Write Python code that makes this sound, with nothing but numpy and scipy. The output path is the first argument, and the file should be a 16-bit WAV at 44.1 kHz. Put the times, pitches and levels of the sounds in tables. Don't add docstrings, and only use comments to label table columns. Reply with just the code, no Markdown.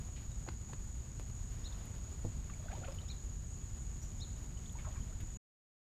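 import sys
import numpy as np
from scipy import signal
from scipy.fft import rfft, irfft
from scipy.io import wavfile
from scipy.ndimage import uniform_filter1d

SR = 44100
rng = np.random.default_rng(int(sys.argv[2]) if len(sys.argv) > 2 else 0)


def transcribe(u):
    v = np.clip(np.atleast_2d(u).T, -1, 1)
    q = np.round(v * 32767).astype(np.int16)
    wavfile.write(sys.argv[1], SR, q)


N = 263718
TIME, BINS = np.arange(N) / SR, np.fft.rfftfreq(N, 1 / SR)


def amp(db):
    return 10 ** (np.asarray(db) / 20)


def unit(x):
    return x / np.sqrt(np.mean(x ** 2) + 1e-20)


def level(rows):
    return amp(np.interp(TIME, *np.transpose(rows)))


def read(points, hz):
    table_hz, value = np.transpose(points)
    return np.interp(np.log(hz + 1), np.log(table_hz + 1), value)


def coloured(x, gains):
    return unit(irfft(rfft(x) * gains, len(x)))


def drift(hz):
    return coloured(rng.standard_normal(N), np.exp(-(BINS / hz) ** 2))


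def add(mix, s, sound):
    part = mix[max(round(s * SR), 0):][:len(sound)]
    part += sound[:len(part)]


# pitch in Hz, relative strength in dB per Hz.
WIND_SPECTRUM = [(8, -40.5), (15, -9), (28, -5.5), (43, 1.5), (55, 0), (66, -2.5), (90, -5), (122, -8),
                 (160, -14), (200, -20.5), (240, -20), (290, -31.5), (400, -32.5), (600, -66)]
# middle in seconds, extra level in dB, spread in seconds.
WIND_GUSTS = [(2.374, 4.5, 0.024), (2.725, 1, 0.052), (3.37, 2, 0.032), (5.027, 4.5, 0.036)]
WIND_DB = -43.5


def wind(steadiness=0.28):
    eddies = coloured(rng.standard_normal(N), amp(read(WIND_SPECTRUM, BINS)))
    swell = np.sqrt(abs(uniform_filter1d(eddies ** 2, size=4400)) + 1e-9)
    steady = unit(eddies / swell ** steadiness)
    gusts_db = sum(db * np.exp(-.5 * ((TIME - s) / spread) ** 2) for s, db, spread in WIND_GUSTS)
    return amp(WIND_DB + gusts_db) * steady


# pitch in Hz, relative strength in dB per Hz.
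AIR_SPECTRUM = [(100, -11.5), (220, 10.5), (400, 5), (700, 1.5), (1200, -1), (2500, -6), (5000, -8),
                (8600, -14.5), (12000, -17), (15000, -19.5)]
# time in seconds, level in dB.
AIR_LOUDNESS = [(0, -62), (1.15, -62.5), (1.8, -60), (2.3, -61), (3.6, -62.5), (4.3, -61), (5.35, -62.5)]


def air(flutter_db=1.0, flutter_hz=30):
    wash = coloured(rng.standard_normal(N), amp(read(AIR_SPECTRUM, BINS)))
    return level(AIR_LOUDNESS) * wash * amp(flutter_db * drift(flutter_hz))


# centre pitch in Hz, spread in Hz, level in dB before the slow swell.
INSECT_BANDS = [(6703, 110, -60.5), (6917, 102, -60.5), (6810, 580, -69.5), (7880, 130, -75),
                (8120, 60, -77.5)]


def insects(swell_db=0.66):
    power = sum(amp(db) ** 2 / spread * np.exp(-.5 * ((BINS - hz) / spread) ** 2)
                for hz, spread, db in INSECT_BANDS)
    total = np.sqrt(sum(amp(db) ** 2 for _, _, db in INSECT_BANDS))
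    chorus = coloured(rng.standard_normal(N), np.sqrt(power))
    return total * chorus * amp(swell_db * drift(8.6))


def clack(hz, t60, rattle_db, edge_hz, rattle_t60=0.019, rattle_hz=2800):
    t = np.arange(SR // 10) / SR
    dull = 1 / np.sqrt(1 + (np.fft.rfftfreq(len(t), 1 / SR) / rattle_hz) ** 3)
    ring = amp(-60 * t / t60) * np.cos(2 * np.pi * hz * t)
    rattle = amp(rattle_db - 60 * t / rattle_t60) * coloured(rng.standard_normal(len(t)), dull)
    rounding = signal.butter(2, min(edge_hz, SR / 3), fs=SR)
    return signal.lfilter(*rounding, ring + rattle)


HOP_SHRINK = .5
HOP_FIRST_DB, HOP_LAST_DB = -18, -5
HOP_FIRST_HZ, HOP_LAST_HZ = 740, 350
HOP_T60, HOP_RATTLE_DB, HOP_EDGE_HZ = .024, -9, 2400
# start in seconds,
# level in dB before the edge is rounded, pitch in Hz, time to fall 60 dB in seconds,
# rattle in dB compared with the ring, sharpness of the edge in Hz, lead-in of chatter in seconds (0 for none).
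CLACKS_AND_CLICK = [(.087, -50.5, 700, 0.022, -12, 4000, 0), (0.4883, -30, 950, .005, -11.5, 6500, .023),
                    (.695, -51, 785, .054, -4, 1800, 0), (0.7337, -37, 700, .003, -6, 6500, .009),
                    (1.1976, -36, 330, 0.0076, -28, 14000, 0)]


def clacks(count=4):
    out = np.zeros(N)
    hops = list(zip(HOP_SHRINK ** np.arange(count),
                    np.linspace(HOP_FIRST_DB, HOP_LAST_DB, count),
                    np.geomspace(HOP_FIRST_HZ, HOP_LAST_HZ, count)))
    for s, db, hz, t60, rattle_db, edge_hz, lead in CLACKS_AND_CLICK:
        add(out, s, amp(db) * clack(hz, t60, rattle_db, edge_hz))
        for ahead, hop_db, hop_hz in hops if lead > 0 else []:
            hop = clack(hop_hz, HOP_T60, HOP_RATTLE_DB, HOP_EDGE_HZ)
            add(out, s - lead * ahead, amp(db + hop_db) * hop)
    return out


def droplets(per_s, spread_db):
    size = amp(spread_db * np.minimum(rng.exponential(1, N), 4)) * rng.choice([-1, 1], N)
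    return size * (rng.random(N) < per_s / SR)


# start in seconds, level in dB at the height of the swell, centre pitch in Hz,
# length in seconds (the swell peaks after a quarter of it).
WATER_SPLASHES = [(0.157, -60.5, 2720, 0.047), (1.726, -63, 5000, 0.017), (1.852, -61.5, 11000, .015),
                  (2.497, -57, 1650, .013), (2.707, -53.5, 1650, .025), (2.748, -64.5, 3200, 0.023),
                  (2.842, -54.5, 2300, 0.019), (2.877, -55, 1250, .017), (2.94, -66.5, 11000, .022),
                  (4.725, -58, 11000, 0.0046), (4.781, -60, 1900, 0.044), (4.842, -58.5, 1290, .022),
                  (4.862, -56, 700, 0.046), (4.952, -60.5, 1310, 0.039), (5.2, -58.5, 2300, 0.026),
                  (5.206, -61.5, 11000, .01)]


def splashes(width_octaves=0.6):
    out, t = np.zeros(N), np.arange(SR // 5) / SR
    hz = np.fft.rfftfreq(len(t), 1 / SR) + 1
    drops = droplets(per_s=4500, spread_db=2.5)
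    for s, db, centre, length in WATER_SPLASHES:
        band = np.exp(-.5 * (np.log2(hz / centre) / width_octaves) ** 2)
        spray = coloured(drops[round(s * SR):][:len(t)], band)
        age = 4 * t / length
        swell = age * np.exp(1 - age)
        add(out, s, amp(db) * swell * spray)
    return out


def bubble(hz, t60, rise, onset_cycles=1.07):
    t = np.arange(SR // 8) / SR
    turns = np.cumsum(hz * 2 ** np.clip(rise * t, -1, 1)) / SR
    onset = 1 - np.exp(-turns / onset_cycles)
    return amp(-60 * t / t60) * onset * np.sin(2 * np.pi * turns)


BUBBLE_T60 = 0.049
BUBBLE_SHORTENING = 0.31
# start in seconds, level in dB before the shared trim and the fading of the ring,
# starting pitch in Hz, rise in octaves per second (negative falls).
WATER_BUBBLES = [(0.317, -57, 3900, -7), (1.724, -52, 3600, 2), (2.497, -49.5, 1183, -4),
                 (2.535, -53, 2380, -21.5), (2.596, -54, 615, 1.5), (2.657, -47.5, 615, 9),
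                 (2.684, -45.5, 1475, 6.5), (2.700, -45.5, 690, 3.5), (2.713, -47, 595, 7.5),
                 (2.729, -40, 718, 17.5), (2.751, -46.5, 923, 4), (2.783, -50, 425, -15),
                 (2.817, -46, 515, 17), (2.836, -45.5, 1374, 10.5), (2.842, -48, 710, 7),
                 (2.846, -54, 2660, 36.5), (2.8825, -37, 565, -4), (2.882, -46.5, 1008, 12.5),
                 (2.921, -52, 5120, -1.5), (2.986, -45.5, 2970, 7.5), (3.015, -53.5, 3700, 21),
                 (3.101, -52, 2370, 3.5), (4.572, -55, 2970, 6), (4.659, -53, 3300, 36.5),
                 (4.695, -54, 3220, 30), (4.753, -48, 915, 5.5), (4.787, -51.5, 2330, -14.5),
                 (4.852, -50, 1300, 3.5), (4.867, -45.5, 1005, 12.5), (4.872, -44, 630, 9.5),
                 (4.967, -54, 2370, -2), (4.976, -53, 1117, -3.5), (5.016, -57.5, 2980, 15),
                 (5.124, -57, 1250, 25)]


def bubbles(trim_db=1):
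    out = np.zeros(N)
    for s, db, hz, rise in WATER_BUBBLES:
        t60 = BUBBLE_T60 * (1000 / hz) ** BUBBLE_SHORTENING
        add(out, s, amp(db) * bubble(hz, t60, rise))
    return amp(trim_db) * out


def whistle(s, length, start_hz, top_hz, top_at, db, waver=0.011, overtone_db=-22, fall=0.72, fullness=1.1):
    u = np.arange(0, length, 1 / SR) / length
    hz = top_hz - (top_hz - start_hz) * (u / top_at - 1) ** 2 * np.where(u < top_at, 1, fall)
    phase = 2 * np.pi * np.cumsum(hz * (1 + waver * drift(400)[:len(u)])) / SR
    swell = abs(np.sin(np.pi * u)) ** fullness
    tone = np.sin(phase) + amp(overtone_db) * np.sin(2 * phase)
    out = np.zeros(N)
    add(out, s, amp(db) * swell * tone)
    return out


# start in seconds, reference level in dB, reference top pitch in Hz,
# reference length in seconds; the voices below adjust all four.
BIRD_CHIPS = [(1.636, -51.5, 3900, 0.051), (3.077, -51.5, 3955, .061), (4.196, -50, 3930, .059)]
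# delay in seconds, share of the chip's length, start pitch and
# top pitch as multiples of the chip's pitch, place of the top (0-1 is inside the whistle), level change in dB.
CHIP_VOICES = [(0, 0.97, .78, 1, .47, -0.5), (0.013, 0.66, .95, 1.08, 0.48, -1),
               (0.0011, .42, 1.14, 1.5, 1.25, -7.5)]


def bird(echo_db=-17, echo_s=0.0048):
    out = np.zeros(N)
    for s, chip_db, hz, length in BIRD_CHIPS:
        for delay, share, low, high, top_at, db in CHIP_VOICES:
            out += whistle(s + delay, length * share, hz * low, hz * high, top_at, chip_db + db, overtone_db=-31)
    add(out, echo_s, amp(echo_db) * out)
    return out


# pitch in Hz, relative strength in dB per Hz.
SLOSH_SPECTRUM = [(150, -10.5), (400, 7.5), (800, -1), (1600, -6.5), (3500, -6), (7000, -18),
                  (15000, -24.5)]
# moment of the strongest push in seconds, level in dB before the crackle
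# and froth settings, swell and settling in seconds (each the time to change by a factor of about 2.7).
WADING_STRIDES = [(1.74, -65, .12, 0.61), (2.74, -59, .1, 0.15), (2.88, -58.5, 0.07, .13),
                  (4.85, -62.5, 0.1, 0.36)]


def wading(crackle_db=-2, froth_db=-3, per_size_s=35, ring_cycles=28, rise=10, tilt_db=-2):
    crackle = coloured(droplets(per_s=900, spread_db=3.5), amp(read(SLOSH_SPECTRUM, BINS)))
    froth = np.zeros(N)
    for hz in np.geomspace(550, 5000, num=24):
        tilt = amp(tilt_db * np.log2(hz / 1000))
        ring = tilt * bubble(hz, ring_cycles / hz, rise * rng.random())
        froth += signal.oaconvolve(droplets(per_s=per_size_s, spread_db=5.5), ring)[:N]
    pushes = [amp(db) * np.exp(-np.maximum((s - TIME) / swell, (TIME - s) / settling))
              for s, db, swell, settling in WADING_STRIDES]
    push = np.linalg.norm(pushes, axis=0)
    return push * (amp(crackle_db) * crackle + amp(froth_db) * unit(froth))


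# pitch in Hz, relative level in dB, time to fall 60 dB in seconds.
HULL_MODES = [(62, -1, 0.056), (104.5, 1.5, 0.11), (156, 0.5, 0.078), (248, -7.5, 0.068),
              (323.2, -4.5, 0.12), (479, -2.5, 0.039), (650, -8.5, 0.04), (805, -11, .06),
              (980, -20.5, 0.091), (1250, -23.5, .03)]
# start in seconds, level in dB applied to the hull's ring, contact time in seconds.
HULL_THUDS = [(2.245, -43.5, 0.0012), (2.2495, -32.5, 0.0015), (2.269, -35.5, 0.0043),
              (2.79, -41.5, 0.0046), (5.231, -34.5, 0.0068)]


def hull():
    out, t = np.zeros(N), np.arange(SR // 2) / SR
    ring = sum(amp(db - 60 * t / t60) * np.sin(2 * np.pi * hz * t) for hz, db, t60 in HULL_MODES)
    for s, db, contact in HULL_THUDS:
        force = t * np.exp(-2 * np.pi * t / contact)
        add(out, s, amp(db) * signal.fftconvolve(ring, force / force.sum()))
    return out


# start in seconds, level in dB, length in seconds,
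# start pitch in Hz, top pitch in Hz (the call fades before reaching it).
FAR_BIRD_CALLS = [(4.013, -56, 0.034, 5000, 7690)]


def far_bird():
    return sum(whistle(s, length, start_hz, top_hz, top_at=1.3, db=db, waver=.04, overtone_db=-14)
               for s, db, length, start_hz, top_hz in FAR_BIRD_CALLS)


# pitch in Hz, time to fall 60 dB in seconds.
SHORE_DECAY = [(100, 0.19), (1000, 0.2), (4000, 0.46), (12000, 0.064)]


def shore(x):
    taps = rng.standard_normal(SR) * (rng.random(SR) < 2500 / SR)
    taps[:SR // 200] = 0
    hz, t, bands = signal.stft(taps, SR, nperseg=256)
    fading = amp(-60 * t / read(SHORE_DECAY, hz)[:, None])
    tail = signal.istft(bands * fading, SR, nperseg=256)[1]
    return signal.fftconvolve(x, tail / np.linalg.norm(tail))[:N]


def scene(near_echo_db=-15, bird_echo_db=-14, far_echo_db=0):
    near = hull() + clacks() + bubbles() + splashes() + wading()
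    chips, far_call = bird(), far_bird()
    echoes = shore(amp(near_echo_db) * near + amp(bird_echo_db) * chips + amp(far_echo_db) * far_call)
    return (near + chips + far_call + echoes + wind() + air() + insects())[None]


STOP_S, EDGE_HZ = 5.37, 15400


def record(dry):
    gate = np.clip((STOP_S - TIME) / .003 + 1, 0, 1)
    band_limit = signal.firwin(511, EDGE_HZ, window=("kaiser", 9), fs=SR)
    return signal.oaconvolve(dry * gate, band_limit[None], "same")


dry = scene()
out = record(dry)
transcribe(out)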